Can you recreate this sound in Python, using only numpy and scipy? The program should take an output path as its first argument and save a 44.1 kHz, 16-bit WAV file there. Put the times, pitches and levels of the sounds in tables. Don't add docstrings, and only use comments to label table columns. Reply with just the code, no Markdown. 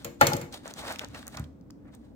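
import sys
import numpy as np
from scipy import signal
from scipy.fft import rfft, irfft
from scipy.io import wavfile

SR = 44100
rng = np.random.default_rng(int(sys.argv[2]) if len(sys.argv) > 2 else 0)


def dump_mix(stems):
    frames = np.atleast_2d(stems).T
    limited = np.clip(frames, -1, 1)
    pcm = np.round(limited * 32767).astype(np.int16)
    wavfile.write(sys.argv[1], SR, pcm)


N = 94815


def amp(db):
    return 10 ** (np.asarray(db) / 20)


def unit(x):
    return x / np.sqrt(np.mean(x ** 2) + 1e-20)


def read(points, hz):
    f, value = np.transpose(points)
    return np.interp(np.log(hz + 1), np.log(f + 1), value)


def add(mix, start_s, sound):
    part = mix[..., max(round(start_s * SR), 0):][..., :sound.shape[-1]]
    part += sound[..., :part.shape[-1]]


def colour(x, spectrum, keep_power=True, size=4096):
    gain = amp(read(spectrum, abs(np.fft.fftfreq(size, 1 / SR))))
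    gain = unit(gain) if keep_power else gain
    response = np.exp(np.conj(signal.hilbert(np.log(gain))))
    taps = np.fft.ifft(response).real[:size // 2]
    return signal.fftconvolve(x, taps[None], axes=1)[:, :x.shape[1]]


def place(pair, lead_s, coherence):
    right = coherence * pair[0] + np.sqrt(1 - coherence ** 2) * pair[1]
    return np.array([pair[0], np.roll(right, round(lead_s * SR))])


def ring(modes, t, rise_cycles=1):
    return sum(np.minimum(t * hz / rise_cycles, 1) * amp(db - 60 * t / t60) * np.sin(2 * np.pi * hz * t)
               for hz, db, t60 in modes)


# frequency_hz, relative_db
HUM_SPECTRUM = [(25, -36), (50, 3), (65, -5), (170, -7), (215, -3.5), (290, -1), (350, -15), (500, -14.5),
                (700, -23), (2800, -47.5), (8000, -53.5)]
# frequency_hz, coherence
HUM_COHERENCE = [(60, 0.66), (150, 1), (300, .4), (1000, 0.061)]

def hum():
    hz = np.fft.rfftfreq(N, 1 / SR)
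    left, independent = rfft(rng.standard_normal((2, N)))
    coherence = np.clip(read(HUM_COHERENCE, hz), 0, 1)
    right = coherence * left + np.sqrt(1 - coherence ** 2) * independent
    spectra = np.array([left, right]) * amp(read(HUM_SPECTRUM, hz))
    return amp(-49.5) * unit(irfft(spectra, N))


# frequency_hz, t60_s
ROOM_DECAY = [(100, 0.17), (500, 0.61), (1500, 0.37), (6000, 0.38), (15000, 0.29)]

def kitchen(x, wet_db, mono_below_hz=SR / 200, build_s=0.001):
    hz, t, bands = signal.stft(rng.standard_normal((2, SR // 2)), SR, nperseg=256)
    bands[1] = np.where(hz[:, None] < mono_below_hz, bands[0], bands[1])
    decay = amp(-60 * t / read(ROOM_DECAY, hz)[:, None])
    tail = signal.istft(bands * decay, SR, nperseg=256)[1]
    tail *= np.minimum(np.arange(tail.shape[1]) / SR / build_s, 1) ** 2
    return x + amp(wet_db) * signal.fftconvolve(x, tail / np.linalg.norm(tail[0]), axes=1)[:, :N]


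# start_s, level_db
LOAF_IMPACTS = [(1.04, -51), (1.099, -43.5), (1.363, -42), (1.399, -30.5)]
# pitch_hz, relative_db, t60_s
LOAF_MODES = [(77.8, -5.5, 0.37), (114, 9, 0.047), (142, -3.5, 0.17), (210, -7, 0.12)]

def thuds():
    t, out = np.arange(SR // 2) / SR, np.zeros((2, N))
    for start_s, db in LOAF_IMPACTS:
        add(out, start_s, amp(db) * ring(LOAF_MODES, t, rise_cycles=0.31))
    return kitchen(out, wet_db=-11.5)


# peak_s, rise_s, fall_s, rasp_db, grit_db
STROKES = [(.01, 0.071, 0.15, -58.5, -56), (0.2121, 0.0098, 0.0038, -34.5, -31.5),
           (.543, 0.023, 0.049, -43, -39.5), (0.664, 0.039, 0.11, -45, -48.5),
           (0.712, 0.027, 0.0051, -48, -44.5), (.793, 0.037, 0.059, -42.5, -37.5),
           (0.836, 0.064, 0.19, -42.5, -52), (0.879, 0.044, 0.064, -44.5, -37.5),
           (0.912, 0.061, 0.049, -35, -38), (1.014, 0.021, 0.044, -39, -43),
           (1.037, 0.0056, 0.02, -36.5, -61), (1.149, 0.014, 0.094, -44, -50.5),
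           (1.188, 0.15, 0.13, -56, -50.5), (1.28, 0.032, 0.022, -47, -64), (1.348, 0.055, 0.024, -48, -49),
           (1.386, 0.051, 0.065, -45, -53), (1.884, 0.066, 0.039, -59, -74),
           (1.941, 0.024, 0.03, -58.5, -56), (2.049, 0.1, 0.1, -70, -69.5)]
# frequency_hz, relative_db
RASP_SPECTRUM = [(100, -31), (300, -8), (600, 6.5), (1000, 2.5), (1750, 2), (2500, -5), (4000, -27.5),
                 (9000, -55.5)]
GRIT_SPECTRUM = [(700, 8), (2000, -5), (3700, 8), (5500, 0), (8000, -2), (10000, -0.5), (13800, -10.5),
                 (16000, -13.5)]

def rubs(slips_per_s=9000, slip_spread_db=3, clump_s=0.006, clump_db=2.2):
    t, power = np.arange(N) / SR, np.zeros((2, N))
    for peak_s, rise_s, fall_s, rasp_db, grit_db in STROKES:
        drop_db = 20 * np.maximum((peak_s - t) / rise_s, (t - peak_s) / fall_s)
        power += amp(np.array([[rasp_db], [grit_db]]) - drop_db) ** 2
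    knots = np.arange(0, N / SR, clump_s)
    out = np.zeros((2, N))
    for envelope, spectrum in zip(np.sqrt(power), (RASP_SPECTRUM, GRIT_SPECTRUM)):
        clumps = amp(clump_db * np.interp(t, knots, rng.standard_normal(len(knots))))
        slips = rng.random(N) < slips_per_s / SR
        sizes = amp(slip_spread_db * np.minimum(rng.exponential(1, N), 4))
        friction = unit(clumps * slips * sizes * rng.choice([-1, 1], (2, N)))
        out += colour(envelope * friction, spectrum)
    return out


# start_s, level_db, pitch_hz, decay_s
CRACKS = [(0.3332, -24, 4500, 0.0034), (.525, -41.5, 4850, 0.0062), (.657, -29.5, 623, 0.0014),
          (0.678, -35, 6300, 0.0016), (.7385, -31, 5970, 0.00068), (0.7928, -37, 4560, 0.00058),
          (0.924, -32, 7250, 0.0011), (0.959, -34, 2840, 0.0019), (.987, -39, 4960, 0.0035),
          (0.9932, -25, 3080, 0.0018), (1.0465, -27, 3860, 0.00059), (1.086, -42.5, 7200, 0.00047),
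          (1.146, -40, 1980, 0.0085), (1.228, -37, 1330, 0.0017), (1.2688, -25, 7400, 0.00024),
          (1.2791, -30, 8400, 0.0015), (1.3711, -33, 4940, 0.0023), (1.373, -37, 1100, 0.0079),
          (1.396, -36, 7800, 0.0011), (1.441, -47, 3060, 0.0034), (1.611, -60.5, 4970, .0013),
          (1.7027, -51.5, 1250, 0.0025), (1.7066, -43.5, 5400, .001), (1.949, -47.5, 7700, 0.0025)]

def cracks(flank_db_per_octave=10):
    t, out = np.arange(SR // 30) / SR, np.zeros((2, N))
    for start_s, db, hz, decay_s in CRACKS:
        peak = [(hz * 2. ** octave, -flank_db_per_octave * abs(octave)) for octave in (-10, 0, 10)]
        burst = amp(db) * np.exp(-t / decay_s) * rng.choice([-1, 1], (2, len(t)))
        add(out, start_s, colour(burst, peak))
    return out


# start_s, push_db, body_db, clack_db, board_db, cutoff_hz
BLOWS = [(0.046, -58, -40, -30, -21, 572), (0.2111, -24, -17.5, -18, -8.5, 2500),
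         (0.2681, -29, -27.5, -17.5, -64, 665), (0.318, -35.5, -44, -67, -23, 1500),
         (0.3321, -31, -39, -33, -24.5, 830), (0.366, -44, -43, -34, -25.5, 600),
         (0.413, -37, -42, -39, -41, 590)]
# frequency_hz, relative_db
PUSH_SPECTRUM = [(30, -30), (65, -9.5), (100, 0), (270, -6.5), (400, -13.5), (900, -40.5)]
BODY_SPECTRUM = [(200, -58), (500, 9), (850, 2), (1400, 4.5), (2200, -1.5), (4000, -7), (12000, -30)]
CLACK_SPECTRUM = [(800, -37), (2500, -13), (4600, -4), (6500, 1), (8200, -4.5), (10000, -6.5), (14000, -4),
                  (16000, -12.5)]
# pitch_hz, relative_db, t60_s
BOARD_MODES = [(103.1, -22, 0.34), (144, -24, 0.33), (225.1, -23.5, 0.33), (346, -24.5, 0.59),
               (476, -17.5, 0.37), (563.1, -10, 0.17), (662.5, -16, 0.22), (838.5, 0, 0.115),
               (1369, -1, 0.074), (1793, -8, 0.11)]
# pitch_hz, relative_db
BLADE_MODES = [(1902, -27.5), (2320, -19), (3235, -14.5), (3447, -20.5), (3790, -21.5), (6100, -33),
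               (7050, -13), (8050, -21), (14570, -25)]

def knocks(contact_s=0.0015, rise_s=0.000077, swell_s=0.009, blade_t60_s=0.055, lead_s=0.00027):
    t = np.arange(SR // 2) / SR
    bursts, board, blade = np.zeros((3, 2, N)), np.zeros(N), np.zeros((2, N))
    rise, swell = np.minimum(t / rise_s, 1), np.minimum(t / swell_s, 1)
    attacks, t60s_s = (swell, rise, rise), (0.21, 0.16, 0.023)
    released_s = np.maximum(t - contact_s, 0)
    for start_s, push_db, body_db, clack_db, board_db, cutoff_hz in BLOWS:
        for band, attack, db, t60 in zip(bursts, attacks, (push_db, body_db, clack_db), t60s_s):
            envelope = attack * amp(db - 60 * released_s / t60)
            add(band, start_s, envelope * rng.choice([-1, 1], (2, len(t))))
        excited = [(hz, db - 20 * np.log10(1 + (hz / cutoff_hz) ** 8), t60)
                   for hz, db, t60 in BOARD_MODES]
        add(board, start_s, amp(board_db) * ring(excited, t))
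        steel = sum(amp(db) * np.sin(2 * np.pi * (hz * t + rng.random((2, 1)))) for hz, db in BLADE_MODES)
        add(blade, start_s, rise * amp(clack_db - 60 * t / blade_t60_s) * steel)
    push, body, clack = map(colour, bursts, (PUSH_SPECTRUM, BODY_SPECTRUM, CLACK_SPECTRUM))
    blows = kitchen(place(body, lead_s, coherence=0.36) + place(push, lead_s, coherence=1), wet_db=-8)
    blows += kitchen(place(clack, lead_s, coherence=0.36), wet_db=-9)
    wood = place([board, board], lead_s=0.00032, coherence=1) * amp([[2], [-2]])
    ripple_db, step_hz = 4, 130
    ripple = [(hz, ripple_db * np.clip(rng.standard_normal(), -2, 2) * (hz > BLADE_MODES[0][0]))
              for hz in np.arange(0, SR / 2, step_hz)]
    return colour(blows, ripple, keep_power=False) + kitchen(blade, wet_db=-9) + kitchen(wood, wet_db=-18)


def scene():
    knife = knocks()
    lead_s = 0.00013
    crackle = place(rubs(), lead_s, coherence=0.6) + place(cracks(), lead_s, coherence=0.36)
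    return knife + kitchen(crackle, wet_db=-14.5) + thuds() + hum()


# frequency_hz, gain_db
MIC_RESPONSE = [(20, -27.5), (40, -13), (62, 0.5), (9400, 0), (11100, -15), (12700, 1)]

def record(dry, band_edge_hz=16100):
    heard = colour(dry, MIC_RESPONSE, keep_power=False)
    low_pass = signal.firwin(255, band_edge_hz, window=("kaiser", 9), fs=SR)
    return signal.oaconvolve(heard, low_pass[None], "same")


dry = scene()
out = record(dry)
dump_mix(out)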